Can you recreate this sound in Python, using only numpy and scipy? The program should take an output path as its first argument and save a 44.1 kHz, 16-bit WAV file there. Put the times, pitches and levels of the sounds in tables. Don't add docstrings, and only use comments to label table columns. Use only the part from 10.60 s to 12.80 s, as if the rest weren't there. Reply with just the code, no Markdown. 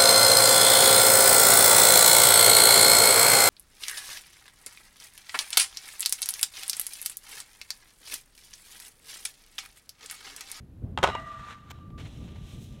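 import sys
import numpy as np
from scipy import signal
from scipy.fft import rfft, irfft
from scipy.io import wavfile
from scipy.ndimage import uniform_filter1d

SR = 44100
rng = np.random.default_rng(int(sys.argv[2]) if len(sys.argv) > 2 else 0)


def put_to_file(sound):
    columns = np.atleast_2d(sound).T
    safe = np.clip(columns, -1, 1)
    whole_steps = np.round(safe * 32767)
    wavfile.write(sys.argv[1], SR, whole_steps.astype(np.int16))


def makeup_ratio(level_db):
    decades = np.asarray(level_db, float) / 20
    return 10 ** decades


N = 97020
T = np.arange(N) / SR


def colour(x, points):
    p, hz = np.array(points, float), np.fft.rfftfreq(4096, 1 / SR)
    log_gain = np.interp(np.log(hz + 1), np.log(p[:, 0]), p[:, 1]) * np.log(10) / 20
    cepstrum = irfft(log_gain)
    cepstrum[1:2048] *= 2
    cepstrum[2049:] = 0
    h = irfft(np.exp(rfft(cepstrum)))
    return signal.fftconvolve(x, h / np.sqrt(np.sum(h ** 2)))[:len(x)]


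def band(x, hz, width_hz):
    b, a = signal.iirpeak(min(hz, 0.45 * SR), hz / width_hz, SR)
    return signal.filtfilt(b, a, x)


def walk(rate):
    k = int(SR / rate)
    steps = np.repeat(rng.standard_normal(N // k + 1), k)
    return np.sqrt(2) * uniform_filter1d(uniform_filter1d(steps, k), k)[:N]


def grit(spread_db, per_s):
    k = int(SR / per_s)
    grain_db = spread_db * np.minimum(rng.exponential(size=N // k + 1), 4)
    x = rng.standard_normal(N) * np.repeat(makeup_ratio(grain_db), k)[:N]
    return x / np.sqrt(np.mean(x ** 2))


def curve(rows, col, off=-150.):
    r = np.array(rows, float)
    return np.interp(T, r[:, 0], r[:, col], left=off, right=off)


def ring(modes):
    return sum(g * np.sin(2 * np.pi * f * T) * 10 ** (-3 * T / t60) for f, g, t60 in modes)


def hiss():
    # f/Hz, level/dB per Hz
    hiss_tone = [(300, 4), (2000, -7.5), (4200, -13), (5000, -16.5), (16000, -21)]
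    whine = makeup_ratio(-70.5 + 1.8 * walk(11.7)) * band(rng.standard_normal(N), 11160, 1060)
    return makeup_ratio(-69) * colour(rng.standard_normal(N), hiss_tone) + whine


def wind():
    # t/s, level/dB
    gusts = [(0.0, -45), (0.21, -44.5), (0.23, -34), (0.37, -39.5), (0.39, -37.5), (0.54, -41.5),
             (0.59, -41), (0.78, -50.5), (0.81, -45.5), (0.85, -52), (1.46, -38.5), (1.48, -43.5),
             (1.6, -38), (1.83, -42), (2.11, -40), (2.2, -42.5)]
    # f/Hz, level/dB per Hz
    wind_tone = [(12, -20), (20, -14), (90, -4), (242, -15.5), (520, -33), (625, -34), (992, -48),
                 (1110, -47), (5000, -79), (6500, -103), (11000, -120)]
    air, out = colour(rng.standard_normal(N), wind_tone), 0
    gust_db = curve(gusts, 1, -45.) + walk(25.3)
    for hz in 25 * 2 ** np.arange(0, 8, .5):
        out = out + makeup_ratio(gust_db - 7 + 0.31 * walk(25.8)) * band(air, hz, hz / 2)
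    return out


def buffets():
    # t/s, level/dB, f/Hz
    puffs = [(.242, -26.5, 64.5), (.3, -32, 80), (.322, -31.5, 130), (.397, -28.5, 100), (0.799, -39, 54.7),
             (1.355, -35.5, 65), (1.44, -37.5, 90)]
    out = np.zeros(N)
    for s, db, hz in puffs:
        swell = np.exp(-((T - s) * hz / 0.57) ** 2)
        out += makeup_ratio(db) * swell * np.cos(2 * np.pi * hz * (T - s))
    return out


def carve():
    # t/s, level/dB, brightness/dB per octave
    carving = [(1.376, -52, -1.5), (1.47, -54.5, -0.5), (1.5, -58, 0), (1.68, -58.5, 0),
               (1.74, -60.5, -2.5), (1.92, -56.5, 2.5), (1.99, -59, 2), (2.04, -62.5, 6.5),
               (2.2, -63.5, -1)]
    # f/Hz, level/dB per Hz
    snow_tone = [(300, 4), (700, -11), (1600, -18), (3300, -9.5), (4100, -13), (4400, -22.5), (6000, -19.5),
                 (16000, -34.5)]
    # t/s, level/dB, length/s
    packs = [
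        (1.382, -47, 0.013),
        (1.407, -40.5, 0.017),
        (1.464, -41.5, 0.011),
        (1.686, -47, 0.0081),
        (1.761, -44.5, 0.0055),
        (1.914, -55, 0.014),
    ]
    takeoff_db, takeoff_t60_s, landing_rise_s = -49, 0.016, 0.0042
    snow = colour(grit(1.46, 1200), snow_tone)
    db, tilt = curve(carving, 1) + walk(45.23), curve(carving, 2, 0.)
    spray = 0
    for hz in 500 * 2 ** np.arange(0, 5.1, .5):
        band_db = tilt * np.log2(hz / 3000) + 0.19 * walk(30.4)
        spray = spray + makeup_ratio(band_db) * band(snow, hz, hz / 2)
    crush = sum(makeup_ratio(p_db) * np.exp(-((T - s) / wide) ** 2) for s, p_db, wide in packs)
    landed = makeup_ratio(db) * spray + crush * band(grit(2.4, 660), 1810, 2540)
    rise = np.clip((T - carving[0][0]) / landing_rise_s, 0, 1)
    takeoff = makeup_ratio(takeoff_db) * 10 ** (-3 * T / takeoff_t60_s) * snow
    return rise * landed + takeoff


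def slide():
    # t/s, level/dB
    slide_level = [(.376, -52), (.42, -53), (.47, -43.5), (.62, -54.5), (.8, -52.5), (.92, -45.5),
                   (.96, -60.5), (1.02, -61.5), (1.1, -54)]
    # f/Hz, level/dB per Hz
    grind_tone = [(300, -16.5), (700, -16.5), (1300, -5.5), (2200, -15), (3900, -17), (4600, -27),
                  (7000, -27), (16000, -49)]
    # f/Hz, level/dB per Hz
    snap_tone = [(290, -27), (500, -11), (1180, -7.5), (3340, -11), (4470, -20), (7100, -18.5),
                 (11100, -34), (14700, -22), (16000, -37)]
    snap_s, snap_len_s, snap_db = 1.1018, 0.016, -43
    tail_db, tail_t60_s = -15.5, 0.81
    since = T - snap_s
    grind = makeup_ratio(curve(slide_level, 1) + 1.4 * walk(34.68)) * grit(2.16, 1500)
    gate = uniform_filter1d(1. * (since > 0) * (since < snap_len_s), 90)
    snap = makeup_ratio(snap_db + 2.0 * walk(300)) * gate * grit(2.0, 2500)
    fade = (since > 0) * 10 ** (-3 * np.abs(since) / tail_t60_s)
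    tail = makeup_ratio(snap_db + tail_db) * fade * grit(0.83, 1500)
    sound = colour(grind + tail, grind_tone) + colour(snap, snap_tone)
    rub_force = makeup_ratio(-33) * grind
    snap_force = makeup_ratio(-15) * band(snap, 3940, 5900)
    return sound, rub_force, snap_force


def linger():
    # f/Hz, t60/s, signed swing from the blow/thousandths, from the lift-off/thousandths
    standing = [(1167.74, 5.0, 0.57, -0.31), (1170.72, 1.11, 10.42, -0.65), (1176.17, 5.0, -2.85, -1.43),
                (1178.72, 1.29, -19.24, -2.43), (1179.75, 4.87, -1.92, -0.08),
                (1181.93, 2.18, -11.23, -0.77), (1185.14, 5.0, 1.9, 0.97), (1187.57, 2.15, 5.18, -0.63),
                (1192.18, 1.33, 13.91, 0.48), (1197.27, 0.71, -38.0, -0.96), (1201.97, 4.59, 0.6, 0.22),
                (1209.25, 1.28, 6.87, -0.47), (1212.36, 1.24, 15.47, -0.58), (1219.78, 4.81, -0.4, 0.13)]
    main_blow_s, lift_off_s, spread_s = 0.4303, 1.105, 0.15
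    build_up = np.minimum(T / spread_s, 1) ** 2
    out = np.zeros(N)
    for s, col in ((main_blow_s, 2), (lift_off_s, 3)):
        i = round(s * SR)
        modes = [(m[0], m[col] / 1000, m[1]) for m in standing]
        out[i:] += (ring(modes) * build_up)[:N - i]
    return makeup_ratio(1.35) * out


def pipe(blow, rub, snap):
    # lowest f/Hz, level/dB, t60/s, build-up/s, travel-time factor/1
    ring_tones = [(645, -5.5, 0.69, 0.1, 1), (1179, 4, 0.18, .05, 1.8), (1888.5, -3.5, 0.9, 0.084, .7),
                  (2806, -4, 0.68, 0.072, 0.44), (3840, -1.5, 0.32, 0.046, 0.25),
                  (5250, -13.5, 0.24, 0.011, .3), (8000, -7, 0.14, 0.044, 0.33)]
    # fastest travel/s, level/dB
    paths = [(0.01, 2.5), (.033, -3.5), (.056, -1), (0.089, -3.5)]
    # drive from the snap/dB, change as the board settles on the steel/dB
    grip = [(-6, -.1), (-25, -3), (-8, -1.5), (-1, -14), (-5, -8), (-3, -6), (2, -6)]
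    settle_s, settle_len_s = 0.587, 0.013
    settled = np.clip((T - settle_s) / settle_len_s, 0, 1)
    out = 0
    for (hz, db, t60, rise, slow), (snap_db, choke_db) in zip(ring_tones, grip):
        h, fade = 0, 10 ** (-3 * T / t60)
        for lag, path_db in paths:
            late = np.sqrt(np.clip(T ** 2 - (lag * slow) ** 2, 0, None))
            swell = (1 - np.exp(-late / rise)) ** 2
            h = h + makeup_ratio(db + path_db) * swell * fade * np.sin(2 * np.pi * hz * late)
        struck = signal.fftconvolve(blow, h)[:N]
        rubbed = signal.fftconvolve(rub + makeup_ratio(snap_db) * snap, h)[:N]
        out = out + makeup_ratio(choke_db * settled) * struck + rubbed
    return makeup_ratio(-23) * out


def knocks():
    # t/s, level/dB, contact time/ms, share into the pipe/dB, board body/dB
    contacts = [(0.3757, -21, 0.27, -21, -1), (0.387, -29.5, 0.088, -7, -1), (0.4273, -30.5, 1, -17.5, 4.5),
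                (0.4301, -14, 0.063, 1, -7), (0.4323, -22, 0.28, -6, 6.5), (0.4377, -8, 0.15, -2.5, -1.5),
                (0.4433, -10.5, 0.23, -8.5, -3.5), (0.445, -19.5, 0.18, -7, -7),
                (0.4747, -21, 0.2, -4, -3.5), (0.487, -22.5, 0.64, 4.5, -1), (0.489, -24, 0.55, -10, 4),
                (0.4992, -26, 0.34, -10, -10), (0.551, -20.5, 0.4, -7, -22), (0.599, -43, 0.042, -13, -26),
                (1.187, -52, .15, -10, -23), (1.3035, -50, 0.21, -6, -20), (1.678, -54, .05, -24, -18),
                (1.7585, -52.5, .05, 1, -30)]
    # f/Hz, level/dB, t60/s
    board = [(416, -7, 0.066), (569, -4, 0.061), (753, -21.5, 0.24), (883, -5, 0.088), (926, -14, 0.094),
             (1044, -16, 0.17), (1129, -14.5, 0.27), (1259, -10, 0.17), (1476, -4, 0.069),
             (2050, -11, 0.064), (1770, -16, 0.027), (2800, -7, 0.039), (3230, 3.5, 0.017),
             (3645, 0, 0.011)]
    # f/Hz, level/dB per Hz
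    crack_tone = [(120, -16), (200, -22), (916, 2), (1400, -6.5), (1620, -10), (2860, -10), (4600, -23),
                  (7410, -23), (16000, -49)]
    crack_db, crack_t60_s, rattle_db, rattle_t60_s = -2, 0.017, -15.5, 0.14
    board_db, spike_db = -8, 11
    sound, force = np.zeros(N), np.zeros(N)
    n = int(0.3 * SR)
    t = T[:n]
    mode_hz, mode_db, mode_t60 = np.array(board).T[:, :, None]
    crack = makeup_ratio(crack_db) * 10 ** (-3 * t / crack_t60_s)
    rattle = makeup_ratio(rattle_db) * 10 ** (-3 * t / rattle_t60_s)
    spike = makeup_ratio(spike_db) * (t == 0)
    for s, db, ms, pipe_db, body_db in contacts:
        i = int(s * SR)
        detune, uneven = rng.standard_normal((2, len(board), 1))
        noise = rng.standard_normal(n) * (crack + rattle)
        push = np.exp(-t / (ms / 5140.0))
        push = push / push.sum()
        cycles = mode_hz * (1 + 0.004 * detune) * t
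        modes = makeup_ratio(mode_db + 2.0 * uneven) * np.sin(2 * np.pi * cycles) * 10 ** (-3 * t / mode_t60)
        hit = makeup_ratio(board_db + body_db) * modes.sum(0) + colour(noise + spike, crack_tone)
        sound[i:i + n] += makeup_ratio(db) * signal.fftconvolve(hit, push)[:n][:N - i]
        force[i:i + n] += makeup_ratio(db + pipe_db) * push[:N - i]
    return sound, force


def scene():
    background = hiss() + wind() + buffets()
    grind, rub, snap = slide()
    hits, blow = knocks()
    rail = linger() + pipe(blow, rub, snap)
    return (background + carve() + grind + rail + hits)[None]


def low_pass(x):
    return signal.sosfilt(signal.butter(12, 16480, fs=SR, output="sos"), x)


def record(dry):
    peak_limit, low_cut_hz, top_hz = 0.42, 28, 15800
    soft = peak_limit * np.tanh(dry / peak_limit)
    low_cut = signal.butter(2, low_cut_hz, "high", fs=SR, output="sos")
    high_cut = signal.ellip(8, 0.2, 20, top_hz, fs=SR, output="sos")
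    mix = signal.sosfilt(high_cut, signal.sosfilt(low_cut, soft))
    return low_pass(mix)


dry = scene()
out = record(dry)
put_to_file(out)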